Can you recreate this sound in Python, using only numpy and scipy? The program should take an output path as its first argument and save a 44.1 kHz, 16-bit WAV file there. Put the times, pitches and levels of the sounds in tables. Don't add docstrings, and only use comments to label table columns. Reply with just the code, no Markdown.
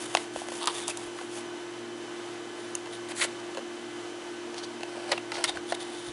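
import sys
import numpy as np
from scipy import signal
from scipy.fft import rfft, irfft
from scipy.io import wavfile

SR = 44100
rng = np.random.default_rng(int(sys.argv[2]) if len(sys.argv) > 2 else 0)


def to_wav(sig):
    pcm = np.clip(np.atleast_2d(sig), -1, 1) * 32767
    pcm = np.round(pcm).astype(np.int16)
    wavfile.write(sys.argv[1], SR, pcm.T)


N = 270108

# pitch_hz, width_hz, gain_db
CARD_MODES = [(1100, 220, -3), (1380, 62, 6.5), (1806, 540, 7.5), (2280, 880, 5.5), (3140, 610, 4.5),
              (4400, 930, 1), (6400, 800, -2.5), (7600, 1800, -5.5), (10100, 870, -3.5)]


def ribbon():
    # peak_s, half_length_s, level_db
    ribbon_strokes = [(.02, 0.064, -38), (.17, 0.099, -39.5), (.39, 0.071, -41.5), (.56, 0.11, -42.5),
                      (.78, 0.094, -36.5), (.898, .026, -34.5), (1.01, 0.1, -45.5), (1.22, 0.12, -50),
                      (1.37, 0.069, -43)]
    knot_strokes = [(.627, 0.028, -34), (.688, 0.031, -31)]
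    # pitch_hz, width_hz, gain_db
    ribbon_modes = [(1320, 340, 2), (2630, 1200, -1), (3780, 780, 7), (4300, 670, 4.5), (6540, 1800, 1.5),
                    (8200, 1700, 1.5), (10200, 1200, 1)]
    knot_modes = [(1270, 230, -3), (2840, 490, 4), (3570, 490, 8), (4460, 600, 2), (6500, 1200, -18),
                  (8460, 1500, -8), (10300, 1300, -8)]
    # start_s, level_db, panel_hz, softness, rebounds
    jerks = [(.6393, -37, 1050, .7, 0.5), (.6567, -32, 1100, 0.4, 1), (.6729, -21.5, 1120, 0.56, 2),
             (.8798, -26.5, 900, 0.12, 1), (.972, -33.5, 794, 0.2, 0.82)]
    out = rubs(ribbon_strokes, ribbon_modes, stick_slip(rate_hz=4500, grain_db=3.4, judder_db=1.5),
               panel_hz=940, panel_width_hz=1440, panel_db=6, edge_db=5, thinning=0.044)
    out += rubs(knot_strokes, knot_modes, stick_slip(rate_hz=3500, grain_db=6, judder_db=2.5),
                panel_hz=960, panel_width_hz=320, panel_db=12.5, edge_db=2)
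    return out + knocks(jerks, ribbon_modes, panel_width_hz=300, crunch=1.4, rebound_s=.0062,
                        panel_db=(10, 15), edge_db=(14, -13), crunch_ms=(2.1, 1.5))


def sleeve():
    # pitch_hz, width_hz, gain_db
    rim_modes = [(2750, 200, -7), (4060, 220, -12), (6400, 400, -0.5), (7260, 350, -2.5), (9700, 570, -2.5)]
    hiss = card_slide(stick_slip(rate_hz=7000, grain_db=2, judder_db=-1),
                      gain_db=-4.6, swell_db_per_s=200, panel_db=5, edge_db=14)
    scrape = card_slide(stick_slip(rate_hz=2000, grain_db=1.5, judder_db=4),
                        gain_db=-1, swell_db_per_s=400, panel_db=-5, edge_db=-7)
    out = hiss + scrape
    rim = ring(rim_modes, panel_hz=1000, panel_width_hz=160, panel_db=-7, edge_db=2)
    add(out, contact(rim, level_db=-26, crunch=2.3, crunch_ms=1.5), start_s=2.7518)
    return out


def card_slide(slips, gain_db, swell_db_per_s, panel_db, edge_db):
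    # start_s, stop_s, level_db
    tugs = [(3.087, 3.116, -40.5), (3.151, 3.246, -25)]
    hold_s, release_s = .02, .0081
    envelope, t = np.zeros(N), np.arange(N) / SR
    surface = ring(CARD_MODES, panel_hz=620, panel_width_hz=200, panel_db=panel_db, edge_db=edge_db)
    for start_s, stop_s, level_db in tugs:
        swell = undb(-swell_db_per_s * np.maximum(stop_s - hold_s - t, 0))
        moving = (t > start_s) * np.exp(-np.maximum(t - stop_s, 0) / release_s)
        envelope += undb(level_db + gain_db) * swell * moving
    return envelope * unit(signal.fftconvolve(slips, surface)[:N])


def lid():
    # peak_s, half_length_s, level_db
    strokes = [(4.96, 0.14, -43), (5.11, .09, -38.5), (5.40, .05, -35), (5.565, .035, -41)]
    # pitch_hz, width_hz, gain_db
    modes = [(1050, 430, 1.5), (1355, 160, 3.5), (2040, 270, 4), (2750, 200, 2), (2960, 410, 0.5),
             (4200, 410, 0), (4900, 360, -3.5), (5600, 130, -3), (6150, 620, -12.5), (8200, 1500, -11),
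             (10640, 890, -12.5)]
    # start_s, level_db, panel_hz, softness, rebounds
    catches = [(.1702, -23, 653, .6, 0), (5.1154, -29, 600, 0.43, 0), (5.1188, -21.5, 577, 0.41, 4),
               (5.178, -33, 700, 0.5, -0.5), (5.3185, -29, 895, 0.56, 1), (5.354, -33, 845, .8, 0),
               (5.369, -35, 750, .7, -0.5), (5.405, -31.5, 660, 0.9, -1), (5.4405, -20, 1080, .05, 2)]
    out = rubs(strokes, CARD_MODES, stick_slip(rate_hz=2500, grain_db=1.5, judder_db=1.5),
               panel_hz=607, panel_width_hz=176, panel_db=18.5, edge_db=-2)
    hollow = ring(modes, panel_hz=712, panel_width_hz=106, panel_db=21, edge_db=-4)
    add(out, contact(hollow, level_db=-21, crunch=2.3, crunch_ms=3.4), start_s=5.722)
    return out + knocks(catches, modes, panel_width_hz=100, crunch=1.6, rebound_s=.0037,
                        panel_db=(8, 9), edge_db=(12, -14), crunch_ms=(1.3, 2.4))


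def grip():
    # start_s, level_db, panel_hz, softness, rebounds
    taps = [(.1503, -15.3, 720, .08, 0), (.3603, -28, 630, 1, 0), (.417, -33, 724, .7, 0),
            (.4855, -33, 650, 0.17, 0), (.5195, -34.5, 620, .7, 0), (1.188, -37, 1200, 1, 0),
            (1.212, -38, 620, 0.8, 0), (2.858, -38, 960, .9, 0), (2.872, -39, 745, .9, 0),
            (3.120, -36.5, 776, .45, 0), (3.249, -31, 540, 0.4, 0), (3.548, -38, 600, 0.5, 0),
            (3.572, -29, 525, 0.7, 2),        (4.5435, -36, 700, 0.36, 0), (4.808, -39, 600, 0.32, 0),
            (4.8325, -30.5, 580, .6, 0), (5.5715, -31.5, 1520, 0.7, 0)]
    # peak_s, half_length_s, level_db
    finger_strokes = [(2.64, 0.16, -55), (2.94, 0.041, -44.5), (5.452, 0.012, -32), (5.49, 0.021, -29),
                      (5.70, 0.043, -41.5), (5.749, 0.0066, -36), (5.818, 0.031, -39), (5.92, 0.085, -46.5),
                      (6.06, 0.11, -46)]
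    palm_strokes = [(3.40, 0.0072, -43.5), (4.588, 0.028, -40), (4.64, 0.017, -38.5), (5.355, 0.036, -39)]
    # pitch_hz, width_hz, gain_db
    tap_modes = [(1120, 130, 9), (1420, 590, 1.5), (2120, 210, 4.5), (2650, 210, 8.5), (3760, 350, 2),
                 (3950, 400, 4), (5430, 720, -1.5), (6450, 450, 2.5), (8260, 750, -8.5), (9100, 640, -7)]
    finger_modes = [(1880, 480, -6.5), (3560, 370, 2), (4580, 1000, -6), (6000, 1900, -11.5),
                    (9660, 590, -7.5)]
    palm_modes = [(3430, 760, -1), (4470, 760, 3), (6000, 1400, -2.5), (9300, 1000, -7)]
    out = knocks(taps, tap_modes, panel_width_hz=176, crunch=2.5, rebound_s=.0095,
                 panel_db=(11.5, 26), edge_db=(1, -8), crunch_ms=(.25, 3.3))
    out += rubs(finger_strokes, finger_modes, stick_slip(rate_hz=5000, grain_db=4, judder_db=2),
                panel_hz=750, panel_width_hz=150, panel_db=-1, edge_db=-1, thinning=0.35)
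    return out + rubs(palm_strokes, palm_modes, stick_slip(rate_hz=6200, grain_db=3.5, judder_db=-1.5),
                      panel_hz=700, panel_width_hz=430, panel_db=-1, edge_db=-3, thinning=0.59)


def squeaks(waver_depth, waver_hz):
    # peak_s, sigma_s, pitch_hz, level_db
    tones = [(0.766, 0.023, 3560, -45), (.845, 0.027, 3550, -44), (0.909, 0.0044, 2580, -38.5),
             (.6745, .0015, 4740, -25.5), (5.12, .0016, 4900, -22), (5.18, .003, 2750, -32),
             (5.446, 0.0067, 5370, -35), (5.491, .006, 3600, -28.5)]
    out, t = np.zeros(N), np.arange(N) / SR
    pitch_ratio = 1 + waver_depth * walk(waver_hz)
    strength = undb(3.9 * walk(waver_hz))
    for peak_s, sigma_s, pitch_hz, level_db in tones:
        span = np.abs(t - peak_s) < 3 * sigma_s
        tone = unit(strength[span] * np.sin(2 * np.pi * pitch_hz * np.cumsum(pitch_ratio[span]) / SR))
        out[span] += undb(level_db) * np.exp(-.5 * ((t[span] - peak_s) / sigma_s) ** 2) * tone
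    return out


def bumps(centre_hz, decay_s):
    # peak_s, level_db
    thuds = [(.37, -59), (1.058, -56), (5.471, -56), (5.548, -49), (6.09, -52)]
    out, t = np.zeros(N), np.arange(SR // 4) / SR
    band = signal.butter(2, [centre_hz / 2, centre_hz * 2], "band", fs=SR, output="sos")
    envelope = t / decay_s * np.exp(1 - t / decay_s)
    for peak_s, level_db in thuds:
        rumble = unit(signal.sosfilt(band, rng.standard_normal(len(t))))
        add(out, undb(level_db) * rumble * envelope, peak_s - decay_s)
    return out


def rubs(strokes, modes, slips, panel_hz, panel_width_hz, panel_db, edge_db, thinning=0):
    out, t = np.zeros(N), np.arange(N) / SR
    firmest_db = max(level_db for _, _, level_db in strokes)
    for peak_s, half_length_s, level_db in strokes:
        span = np.abs(t - peak_s) < 2 * half_length_s
        speed = np.exp(-2 * ((t[span] - peak_s) / half_length_s) ** 2)
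        top_db = edge_db + thinning * (firmest_db - level_db)
        surface = ring(modes, panel_hz, panel_width_hz, panel_db, top_db)
        friction = unit(signal.fftconvolve(slips[span], surface)[:span.sum()])
        out[span] += undb(level_db) * speed * friction
    return out


def stick_slip(rate_hz, grain_db, judder_db):
    sizes = undb(grain_db * np.minimum(rng.exponential(size=N), 4))
    releases = (rng.random(N) < rate_hz / SR) * rng.choice([-1, 1], N)
    return releases * sizes * undb(judder_db * walk(50))


def knocks(blows, modes, panel_width_hz, crunch, rebound_s, panel_db, edge_db, crunch_ms):
    settle_db, settle_softness = -8, 0.73
    out = np.zeros(N)
    for start_s, level_db, panel_hz, softness, rebounds in blows:
        count = int(round(rebounds))
        for k in range(count + 1):
            settled = k / max(count, 1)
            soft = softness + settle_softness * settled
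            flex_db, top_db, decay_ms = (np.interp(soft, [0, 1], pair)
                                         for pair in (panel_db, edge_db, crunch_ms))
            body = ring(modes, panel_hz, panel_width_hz, flex_db, top_db)
            hit = contact(body, level_db + settle_db * settled, crunch, decay_ms)
            add(out, hit, start_s + k * rebound_s)
    return out


def contact(body, level_db, crunch, crunch_ms):
    t = np.arange(SR // 25) / SR
    push = t == 0
    fibres = rng.standard_normal(len(t)) * np.exp(-t * 1000 / crunch_ms)
    fibres *= crunch * min(crunch_ms, 2) / np.linalg.norm(fibres)
    spectrum = rfft(push + fibres, 2 * len(t))
    force = irfft(spectrum / np.sqrt(np.abs(spectrum)))[:len(t)]
    hit = signal.fftconvolve(force, body)
    return undb(level_db) * hit / np.linalg.norm(hit) * np.sqrt(SR * .005)


def ring(modes, panel_hz, panel_width_hz, panel_db, edge_db):
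    t = np.arange(SR // 50) / SR
    out = 0
    for k, (pitch_hz, width_hz, gain_db) in enumerate([(panel_hz, panel_width_hz, panel_db), *modes]):
        edge_share = np.clip(np.log2(pitch_hz / 3500), 0, 1)
        amplitude = (-1) ** k * undb(gain_db + edge_share * edge_db) * width_hz
        out = out + amplitude * np.exp(-np.pi * width_hz * t) * np.cos(2 * np.pi * pitch_hz * t)
    return out


def room(x, wet_db, t60_s, damp_hz):
    t = np.arange(SR // 3) / SR
    tail = rng.standard_normal(len(t)) * np.exp(-np.log(1000) * t / t60_s) * (t > .004)
    tail = signal.sosfilt(signal.butter(1, damp_hz, fs=SR, output="sos"), tail)
    return x + undb(wet_db) * signal.fftconvolve(x, tail / np.linalg.norm(tail))[:N]


def fan(air_db):
    # pitch_hz, level_db, waver_depth, waver_hz
    tones = [(117.1, -61.5, 0.65, 2.3), (239.8, -55.5, 1.04, 8.4), (307, -50, 0.37, 16),
             (349.4, -41.5, 0.24, 29), (457.6, -58.5, 1.24, 9.4), (644, -58.5, 1.5, 32),
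             (1520, -58, 0.44, 7.7), (1713, -61.5, 0.61, 18), (2034, -62, 1.2, 12), (3022, -58, 0.19, 8.4),
             (3180, -66, 0.38, 12), (3560, -70.5, 0.7, 12), (6050, -64.5, 1.7, 200)]
    # frequency_hz, relative_density_db
    air_spectrum = [(25, -17), (60, -19.5), (120, -9), (200, -5.5), (290, 0), (400, 3.5), (520, -1),
                    (720, 1.5), (1200, -1.5), (2200, -6.5), (3100, -7), (4500, -11.5), (8000, -15.5),
                    (11000, -20.5)]
    t, bins_hz = np.arange(N) / SR, np.arange(N // 2 + 1) * SR / N
    hum = 0
    for pitch_hz, level_db, waver_depth, waver_hz in tones:
        sway = 1 + waver_depth * (walk(waver_hz) + 1j * walk(waver_hz)) / np.sqrt(2)
        hum = hum + undb(level_db) * unit(np.real(sway * np.exp(2j * np.pi * pitch_hz * t)))
    points_hz, points_db = np.transpose(air_spectrum)
    shape = undb(np.interp(np.log(bins_hz + 1), np.log(points_hz), points_db))
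    air = irfft(rfft(rng.standard_normal(N)) * shape, N)
    return hum + undb(air_db + 0.61 * walk(3)) * unit(air)


def walk(rate_hz):
    bins_hz = np.arange(N // 2 + 1) * SR / N
    return unit(irfft(rfft(rng.standard_normal(N)) / (1 + (bins_hz / rate_hz) ** 2), N))


def undb(db):
    return 10 ** (np.asarray(db) / 20)


def unit(x):
    return x / np.sqrt(np.mean(np.abs(x) ** 2) + 1e-20)


def add(out, x, start_s):
    i = int(round(start_s * SR))
    x = x[max(-i, 0):max(N - i, 0)]
    out[max(i, 0):max(i, 0) + len(x)] += x


def scene():
    handling = ribbon() + sleeve() + lid() + grip() + squeaks(waver_depth=0.049, waver_hz=300)
    handling = signal.sosfilt(signal.butter(2, 200, "high", fs=SR, output="sos"), handling)
    handling += bumps(centre_hz=72, decay_s=0.0171)
    return (room(handling, wet_db=-19.5, t60_s=0.33, damp_hz=5300) + fan(air_db=-44))[None]


def record(dry):
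    bottom_hz, top_hz = 35, 11000
    lean = signal.sosfilt(signal.butter(2, bottom_hz, "high", fs=SR, output="sos"), dry)
    return signal.sosfilt(signal.ellip(10, .2, 75, top_hz, fs=SR, output="sos"), lean)


dry = scene()
out = record(dry)
to_wav(out)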